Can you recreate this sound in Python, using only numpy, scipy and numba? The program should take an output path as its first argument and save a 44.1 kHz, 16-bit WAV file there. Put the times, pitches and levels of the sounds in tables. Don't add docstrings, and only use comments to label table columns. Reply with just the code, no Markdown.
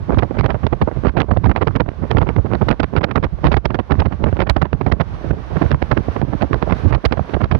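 import sys
import numpy as np
from scipy import signal
from scipy.fft import rfft, irfft, next_fast_len
from scipy.io import wavfile
from scipy.ndimage import uniform_filter1d, minimum_filter1d
from numba import njit

SR = 44100
rng = np.random.default_rng(int(sys.argv[2]) if len(sys.argv) > 2 else 0)


def waveform_to_disk(signal):
    frames = np.transpose(np.atleast_2d(signal))
    scaled = np.clip(frames, -1, 1) * 32767
    samples = np.round(scaled).astype(np.int16)
    wavfile.write(sys.argv[1], SR, samples)


def magnitude_from_level(level_db):
    exponent = np.asarray(level_db, float) / 20
    return 10 ** exponent


N = 334719


def shape(table, x, log=False):
    a, b = np.transpose(table)
    if log:
        return np.interp(np.log(x), np.log(a), b)
    return np.interp(x, a, b)


def colour(x, table):
    size = 2 * next_fast_len(N // 2 + 1)
    hz = np.maximum(np.arange(size // 2 + 1) * SR / size, 1)
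    cepstrum = irfft(np.log(magnitude_from_level(shape(table, hz, True))), size)
    cepstrum[1:size // 2] *= 2
    cepstrum[size // 2 + 1:] = 0
    response = np.exp(rfft(cepstrum))
    return irfft(rfft(x, size) * response, size)[..., :N] * np.sqrt(SR / 2)


def unit(x):
    return x / np.sqrt(np.mean(x ** 2))


def walk(rate):
    hold = int(SR / rate)
    levels = np.repeat(rng.standard_normal(N // hold + 1), hold)
    return unit(uniform_filter1d(levels, hold)[:N])


@njit
def lowpass(x, hz):
    y, a, b = np.empty(len(x)), 0., 0.
    for i in range(len(x)):
        k = 1 - np.exp(-2 * np.pi * hz[i] / SR)
        a += k * (x[i] - a)
        b += k * (a - b)
        y[i] = b
    return y


# time the fall is complete in seconds, depth in dB (a negative depth is a rise).
DIPS = [(0.0, 6), (0.175, 4.5), (0.384, 6.5), (0.659, 6), (0.82, 2.5), (1.078, 11), (1.201, 5.5), (1.37, 3),
        (1.488, 8), (1.62, 1.5), (1.757, 9.0), (2.109, 2.0), (2.208, 4.5), (2.376, 4.5), (2.685, 9),
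        (2.8, 3.5), (2.966, 13), (3.04, 0.5), (3.16, 4), (3.24, 2), (3.516, 2.5), (3.57, 9.5), (3.662, 0),
        (3.75, 4), (3.91, -1), (3.992, 3.5), (4.059, 3), (4.403, 12.5), (4.619, 6), (4.908, 6.5),
        (5.315, 9.0), (5.707, 12), (5.91, 4.5), (6.215, 8.5), (6.433, 4), (6.535, 4.5), (6.91, 17.5),
        (7.05, 4), (7.2, 2), (7.335, 5), (7.431, 10), (7.55, 0)]


def dips(t):
    fall_s, creep_s = .004, 0.29
    level = np.zeros(len(t))
    for s, db in DIPS:
        fallen = np.clip((t - s) / fall_s + 1, 0, 1)
        level -= db * fallen * np.exp(-np.maximum(t - s, 0) / creep_s)
    return level


def tick_ripple(t):
    ripple_hz, ripple_db, deep_db, spread_s = 6000, -47.5, 3.2, 0.0016
    near_dip = sum(np.exp(-((t - s) / spread_s) ** 2) for s, db in DIPS[1:] if db > deep_db)
    turn = 2 * np.pi * ripple_hz * t
    return 1 + magnitude_from_level(ripple_db) * near_dip * (np.sin(turn) + 1.3 * np.sin(2 * turn))


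# time in seconds, level in dB.
ROAR_LEVEL = [(0, -50.5), (2.5, -49.5), (4.9, -51.5), (5.4, -43.5), (6.9, -42.5), (7.59, -42)]
# frequency in Hz, density in dB per Hz relative to its level.
ROAR_COLOUR = [(40, -22.5), (200, -25), (600, -21), (1130, -22.5), (1290, -26.5), (1480, -25.5),
               (2000, -31.5), (2400, -34), (4500, -42), (6000, -50), (7500, -70.5), (10000, -59),
               (12000, -67), (15000, -81)]
# frequency in Hz, gain in dB.
ROAR_RIGHT = [(300, 7), (1500, 6), (5000, 3.5), (7500, 12), (10000, 2.5)]
# time in seconds, level in dB relative to the running noise level.
RAIL_TONE = [(0, -6), (1.3, -2), (2.6, -7.5), (3.5, -7), (4.8, -4), (5.3, -16.5)]


def roar(t):
    alike_hz, rail_hz, rail_width_hz = 500, 1123, 28
    shared, left, right = colour(rng.standard_normal((3, N)), ROAR_COLOUR)
    low = lowpass(shared, np.full(N, float(alike_hz)))
    edges = [rail_hz - rail_width_hz / 2, rail_hz + rail_width_hz / 2]
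    band = signal.butter(1, edges, "band", fs=SR, output="sos")
    rail = unit(signal.sosfilt(band, rng.standard_normal(N)))
    common = 1.3 * low + magnitude_from_level(shape(RAIL_TONE, t)) * rail
    right = colour(right + common, ROAR_RIGHT) / np.sqrt(SR / 2)
    level_db = shape(ROAR_LEVEL, t) + 0.85 * walk(30)
    return np.array([left + common, right]) * magnitude_from_level(level_db)


# start in seconds, level in dB (peak before
# a gain of 3), length of the rattle in ms, share of ring from 0 to 1.
KNOCKS = [(.088, -28.5, 56, .05), (.36, -34.5, 25, 1)]
# frequency in Hz, relative level in dB,
# time to decay by 60 dB in seconds.
FRAME_MODES = [(692, 0, .3), (1370, -12, .2), (1505, -6, .35), (2090, -8, .25), (2245, -11, .35),
               (3010, -13, .35)]


def window_frame(t):
    out, tail = np.zeros(N), t[:SR // 2]
    ring = np.zeros(len(tail))
    for hz, db, t60 in FRAME_MODES:
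        ring += magnitude_from_level(db) * np.sin(2 * np.pi * hz * tail) * 1000 ** (-tail / t60)
    ring = unit(ring)
    thud = unit(np.sin(2 * np.pi * 700 * tail) * np.exp(-tail / 0.00056))
    for s, db, ms, share in KNOCKS:
        rattle = lowpass(rng.standard_normal(3000), np.full(3000, 2500.))[:int(ms * SR / 1000)]
        share = np.clip(share, 0, 1)
        body = share * ring + (1 - share) * thud
        knock = signal.fftconvolve(rattle * np.hanning(len(rattle)), body)
        i = int(s * SR)
        out[i:i + len(knock)] += magnitude_from_level(db) * knock / np.abs(knock).max() * 3
    return out


# frequency in Hz, relative density in dB per Hz.
TURBULENCE = [(15, -40.5), (30, -29.5), (45, -5.5), (60, -0.5), (130, -3), (350, -7.5), (5000, -21),
              (7000, -37), (16000, -38.5)]


def buffet(db, corner_hz):
    evenness, flutter_db = 0.99, 4.0
    x = lowpass(rng.standard_normal(N), np.full(N, float(corner_hz)))
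    x = unit(colour(x, TURBULENCE))
    power = uniform_filter1d(x ** 2, int(0.056 * SR))
    x = x / (power + .05) ** (evenness / 2)
    return unit(x) * magnitude_from_level(db + flutter_db * walk(25))


# time in seconds, level in dB before the dips and flutter.
LEFT_BUFFET = [(0, -26), (.3, -38), (.7, -55), (.95, -37), (1.6, -47.5), (2.05, -32.5), (2.4, -38),
               (3, -37), (3.5, -23), (3.75, -45), (4, -35.5), (4.7, -41), (5.3, -32), (5.7, -29),
               (6.3, -34.5), (7.59, -36)]


def left_buffet(t, sink_db):
    return buffet(shape(LEFT_BUFFET, t) + sink_db, 90)


# centre in seconds, level in dB before flutter,
# length in ms between the points of half amplitude.
RIGHT_BUFFET = [(0.182, -19, 91), (0.259, -19.5, 26), (0.409, -11, 89), (0.556, -17.5, 19),
                (0.657, -15, 42), (0.729, -13, 31), (0.834, -17, 31), (0.98, -19.5, 44), (1.076, -17.5, 49),
                (1.18, -16.5, 44), (1.333, -8, 54), (1.466, -10.5, 115), (1.574, -28, 25), (1.634, -17, 55),
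                (1.696, -22, 20), (1.761, -11, 26), (1.823, -17, 29), (1.891, -19, 25), (2.041, -14.5, 110),
                (2.127, -17, 54), (2.221, -9.5, 32), (2.292, -21, 29), (2.382, -10, 42), (2.47, -21, 36),
                (2.538, -14.5, 85), (2.635, -13.5, 46), (2.701, -11.5, 22), (2.816, -16, 46),
                (2.991, -14.5, 39), (3.119, -12.5, 35), (3.176, -10, 37), (3.251, -17, 29),
                (3.334, -17, 20), (3.475, -11.0, 57), (3.565, -17.5, 28), (3.757, -27, 53),
                (3.924, -13.0, 27), (3.989, -6.5, 40), (4.069, -7, 33), (4.143, -16, 27), (4.26, -7, 84),
                (4.415, -18, 38), (4.51, -18, 24), (4.582, -18, 60), (4.633, -13.5, 37), (4.74, -10, 26),
                (4.828, -14.5, 55), (5.015, -15, 25), (5.176, -21.5, 17), (5.323, -9.5, 45),
                (5.575, -9.5, 34), (5.649, -24, 34), (5.731, -10, 54), (5.84, -17.0, 64), (5.926, -18, 92),
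                (6.075, -24.5, 30), (6.231, -12, 32), (6.444, -17, 54), (6.53, -17, 32), (6.71, -11, 55),
                (6.866, -12.5, 28), (6.935, -9, 60), (7.06, -14, 35), (7.203, -11, 22), (7.344, -12, 36),
                (7.44, -17, 34), (7.554, -14, 75)]


def right_buffet(t, sink_db):
    lull_db = -19.5
    power = magnitude_from_level(2 * (lull_db + sink_db))
    for s, db, ms in RIGHT_BUFFET:
        i = slice(max(int((s - .2) * SR), 0), int((s + .2) * SR))
        power[i] += magnitude_from_level(2 * db) * np.exp(-np.log(4) * (2000 * (t[i] - s) / ms) ** 2)
    return buffet(10 * np.log10(power), 118.3)


# peak time in seconds, level in dB (loudest 15 ms),
# rise and fall in ms from and to half amplitude, corner in Hz.
LEFT_EDDIES = [(0.143, -18.5, 5.5, 4.4, 516), (0.825, -10.5, 5.9, 6.3, 383), (2.724, -33, 4.5, 5.7, 208),
               (3.219, -27, 4.3, 9.4, 138), (3.248, -22, 15, 11.9, 136), (3.453, -10.5, 8.6, 6.9, 587),
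               (3.938, -26.5, 19, 9.8, 374), (4.001, -20.5, 5.1, 11, 964), (5.339, -26.5, 6, 7, 189.5),
               (5.738, -14.5, 23, 6.1, 283), (7.061, -24.5, 13, 11, 203), (7.451, -25.5, 7.5, 28, 147.4)]


def thumps():
    out = np.zeros(N)
    noises = rng.standard_normal((len(LEFT_EDDIES), 4000))
    ms = 1000 * np.arange(-1500, 2500) / SR
    for (s, db, rise, fall, corner), noise in zip(LEFT_EDDIES, noises):
        push = np.zeros(N)
        i = int(s * SR)
        swell = np.exp(-np.log(2) * (ms / np.where(ms < 0, rise, fall)) ** 2)
        push[i - 1500:i + 2500] = noise * swell
        hz = np.full(N, float(corner))
        push = colour(lowpass(lowpass(push, hz), hz), TURBULENCE)
        loudest = np.sqrt(uniform_filter1d(push ** 2, int(0.015 * SR)).max())
        out += magnitude_from_level(db) * push / loudest
    return out


def lesser_eddies():
    count = 70
    at = rng.random(count) * N / SR
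    chance = rng.standard_normal((count, 3)).T
    level_db = -33 + 0.5 * chance[0]
    length_ms = 10 * np.exp(.4 * chance[1])
    corner_hz = 1300 * np.exp(0.18 * chance[2])
    return np.transpose([at, level_db, length_ms, corner_hz])


# peak time in seconds, level in dB (above 377 Hz, before
# the raggedness), length in ms between the points of half amplitude, brightness as a corner in Hz.
RIGHT_EDDIES = [(0.092, -12, 15.3, 940), (0.108, -17.5, 26, 2470), (0.134, -14.0, 10, 1660),
                (0.147, -9.5, 4.7, 2460), (0.175, -7.5, 7.8, 1046), (0.188, -12.5, 17, 4090),
                (0.232, -8.5, 14, 2120), (0.248, -29.5, 5.8, 2890), (0.312, -18.5, 20, 1034),
                (0.351, -28, 36.6, 1570), (0.371, -14.5, 8.3, 1500), (0.394, -13.5, 15, 4550),
                (0.41, -14, 2.3, 2570), (0.444, -20, 19, 2320), (0.463, -17.0, 9.8, 3530),
                (0.483, -17.5, 3.4, 1266), (0.502, -14.5, 27, 2480), (0.551, -11, 13.3, 2120),
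                (0.637, -17, 14.8, 1850), (0.668, -16, 7.1, 3520), (0.728, -14.5, 13.7, 1670),
                (0.82, -9, 16.2, 2400), (0.88, -12, 11, 1500), (0.916, -23.5, 14, 1540),
                (0.967, -18.5, 12, 1190), (1.038, -28.5, 6.5, 2070), (1.052, -14.5, 24, 1840),
                (1.067, -7.5, 5.7, 2990), (1.085, -18.5, 18, 3460), (1.165, -25.5, 34, 870),
                (1.18, -15, 52, 2950), (1.204, -8.5, 14.8, 3110), (1.217, -9, 3.8, 4040),
                (1.245, -23.5, 7.3, 897), (1.29, -21, 12, 1110), (1.314, -9.5, 12, 2040),
                (1.338, -25, 7.5, 1430), (1.371, -11.5, 10.7, 2400), (1.385, -19.5, 2, 483),
                (1.442, -15, 11, 2740), (1.462, -16, 19, 2220), (1.5, -15.5, 14.0, 2480),
                (1.516, -18.5, 14, 2430), (1.567, -21.5, 30, 2540), (1.621, -13, 17.5, 2440),
                (1.677, -12.5, 13.3, 2410), (1.761, -19, 21.9, 2540), (1.762, -14, 6.2, 4800),
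                (1.807, -10, 13.5, 2890), (1.889, -25.5, 18.5, 1480), (2.029, -28, 32, 1330),
                (2.052, -28.5, 16.8, 1640), (2.111, -13.5, 17, 3460), (2.133, -20, 11.0, 1575),
                (2.151, -16.5, 13, 885), (2.168, -15, 13, 1780), (2.185, -8.5, 6.1, 2760),
                (2.219, -9.5, 17.5, 2310), (2.27, -17.5, 13, 2100), (2.291, -16, 18.1, 2330),
                (2.307, -18.0, 6.4, 2020), (2.364, -14, 9.0, 2680), (2.384, -12.5, 19.1, 1220),
                (2.447, -29.5, 3, 498), (2.462, -19, 19, 1950), (2.529, -23, 55, 1470),
                (2.551, -14.5, 9, 2610), (2.618, -10, 17.3, 1630), (2.672, -25, 17, 670),
                (2.689, -7, 7.9, 4780), (2.713, 2, 4.7, 4500), (2.713, -12.5, 23.4, 3020),
                (2.742, -24, 3.4, 2360), (2.802, -7.5, 10, 3580), (2.834, -14.0, 12.4, 3530),
                (2.937, -28.5, 36.6, 1000), (2.969, -13.5, 21.3, 3260), (3.013, -18, 14, 2030),
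                (3.041, -11, 14.7, 3520), (3.089, -28, 40, 1780), (3.114, -12, 9.5, 3830),
                (3.16, -10, 13, 2900), (3.176, -7.5, 8.4, 2170), (3.237, -13, 17, 4350),
                (3.242, -16.5, 7.2, 6700), (3.45, -9, 22, 3070), (3.468, -11, 27, 3600),
                (3.491, -17, 7.4, 508), (3.524, -14, 15, 3930), (3.54, -11.5, 9.7, 2550),
                (3.571, -9, 11.8, 3270), (3.655, -6.5, 8.2, 4250), (3.708, -17.5, 17, 2050),
                (3.723, -26.5, 14.6, 860), (3.75, -15.0, 18, 3160), (3.796, -14, 14, 2300),
                (3.912, -10.5, 21.8, 2640), (3.925, -13, 6.5, 2120), (3.942, -27.5, 5.4, 1750),
                (3.954, -21.5, 4.9, 2090), (4.001, -18, 18, 3480), (4.022, -14, 9.9, 2340),
                (4.059, -18.5, 14.4, 2270), (4.127, -27.5, 25, 2260), (4.214, -27, 40, 906),
                (4.243, -10.5, 10.7, 1970), (4.27, -16.5, 24, 1580), (4.287, -16, 11, 3490),
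                (4.329, -16.5, 7.2, 1260), (4.37, -28.5, 27, 1890), (4.392, -11, 6.1, 1770),
                (4.411, -13.5, 27, 3060), (4.427, -20.5, 5.7, 1980), (4.471, -20.0, 19, 2030),
                (4.499, -3, 10.2, 6370), (4.567, -9, 8.1, 3300), (4.582, -34, 20, 1640),
                (4.621, -7, 11.2, 3800), (4.649, -23.5, 26, 2280), (4.731, -18, 2.2, 2990),
                (4.736, -28, 24, 990), (4.814, -11.5, 11, 1910), (4.837, -26.5, 5.9, 672),
                (4.868, -10, 9.3, 2310), (4.879, -18, 33, 1270), (4.92, -12.0, 13, 3500),
                (4.938, -21, 11.2, 1420), (5.007, -9, 15.8, 2950), (5.245, -30, 48, 1110),
                (5.262, -31, 8.6, 1290), (5.31, -16.5, 11, 1780), (5.334, -26, 24, 1003),
                (5.521, -29, 41, 970), (5.564, -13, 15, 2120), (5.623, -8, 18, 2220),
                (5.653, -19, 4.3, 490), (5.665, -23, 5.1, 2030), (5.717, -17, 18, 3150),
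                (5.744, -16.0, 11.3, 1770), (5.823, -14.5, 10.2, 2510), (5.918, -8.5, 15.7, 2620),
                (5.932, -25.5, 12, 847), (5.975, -8.5, 15, 2440), (5.99, -28, 32, 663),
                (6.084, -15.5, 8.2, 857), (6.166, -19, 24, 1270), (6.194, -22, 7.9, 488),
                (6.216, -13.5, 2.3, 2990), (6.227, -16.5, 19.5, 2280), (6.232, -18, 6.8, 487),
                (6.287, -26, 43, 610), (6.332, -14, 17, 1840), (6.35, -30, 8.7, 528),
                (6.419, -14, 16, 3240), (6.44, -20, 17, 980), (6.517, -26.5, 36.6, 940),
                (6.535, -13, 17.1, 2790), (6.561, -26, 16.4, 673), (6.626, -12, 13.6, 2580),
                (6.672, -14.0, 9.1, 1240), (6.7, -21.5, 27, 1840), (6.711, -20.5, 4.9, 2100),
                (6.726, -11.5, 12, 2485), (6.759, -27.5, 10.8, 750), (6.865, -32.5, 20, 1240),
                (6.927, -19.5, 36.4, 2550), (6.95, -14, 12, 4350), (7.046, -24, 18, 1320),
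                (7.055, -8, 11.6, 6130), (7.112, -16.5, 3.6, 1440), (7.126, -11, 12, 3520),
                (7.17, -24, 20, 1590), (7.195, -11.5, 6, 1230), (7.297, -29, 22.5, 2140),
                (7.342, -11, 11, 3250), (7.368, -17.5, 9.2, 977), (7.411, -15.5, 16, 2640),
                (7.443, -16.5, 16.7, 3570), (7.518, -15, 16.3, 2840), (7.552, -11.5, 10, 2680)]


def eddies():
    from_hz, front_share = 377, 0.43
    ragged_db, ragged_hz = 4.5, 400
    power = np.full(N, 1e-12)
    tone = power * np.log(300)
    hz = np.arange(from_hz, 6000, 20)
    density = magnitude_from_level(2 * shape(TURBULENCE, hz, True))
    for s, db, length, corner in np.vstack([RIGHT_EDDIES, lesser_eddies()]):
        rise, fall = front_share * length, (1 - front_share) * length
        i = np.arange(max(int((s - .06) * SR), 0), min(int((s + .08) * SR), N))
        ms = 1000 * (i / SR - s)
        bend = np.where(ms < 0, np.abs(ms / rise) ** 1.7, np.abs(ms / fall) ** 1.35)
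        swell = np.exp(-np.log(2) * bend)
        passed = 20 * np.sum(density / (1 + (hz / corner) ** 2) ** 4)
        p = swell ** 2 * magnitude_from_level(2 * db) / passed
        power[i] += p
        tone[i] += p * np.log(corner * np.maximum(swell, .05) ** 0.58)
    whirl = walk(ragged_hz)
    gust = np.sqrt(power) * magnitude_from_level(ragged_db * whirl) * rng.standard_normal(N)
    corner = np.exp(tone / power + 0.15 * whirl)
    return colour(lowpass(lowpass(gust, corner), corner), TURBULENCE)


def scene():
    t = np.arange(N) / SR
    sink_db = dips(t)
    left = thumps() + left_buffet(t, sink_db) + window_frame(t)
    slaps = eddies()
    power = uniform_filter1d(slaps ** 2, int(0.015 * SR))
    around = uniform_filter1d(power, int(.12 * SR))
    surge = ((power + 1e-4) / (around + 1e-4)) ** 0.073
    right = slaps + surge * right_buffet(t, sink_db)
    return (np.array([left, right]) + roar(t) * magnitude_from_level(sink_db)) * tick_ripple(t)


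def band_limit(x):
    return signal.sosfilt(signal.butter(12, 15800, fs=SR, output="sos"), x)


def record(dry):
    ceiling, hold = .89, int(0.0031 * SR)
    dry = signal.sosfilt(signal.butter(N=4, Wn=36, btype="high", fs=SR, output="sos"), dry)
    gain = np.minimum(1, ceiling / (np.abs(dry) + 1e-9))
    gain = uniform_filter1d(minimum_filter1d(gain, hold, axis=1), hold, axis=1)
    return band_limit(dry * gain)


dry = scene()
out = record(dry)
waveform_to_disk(out)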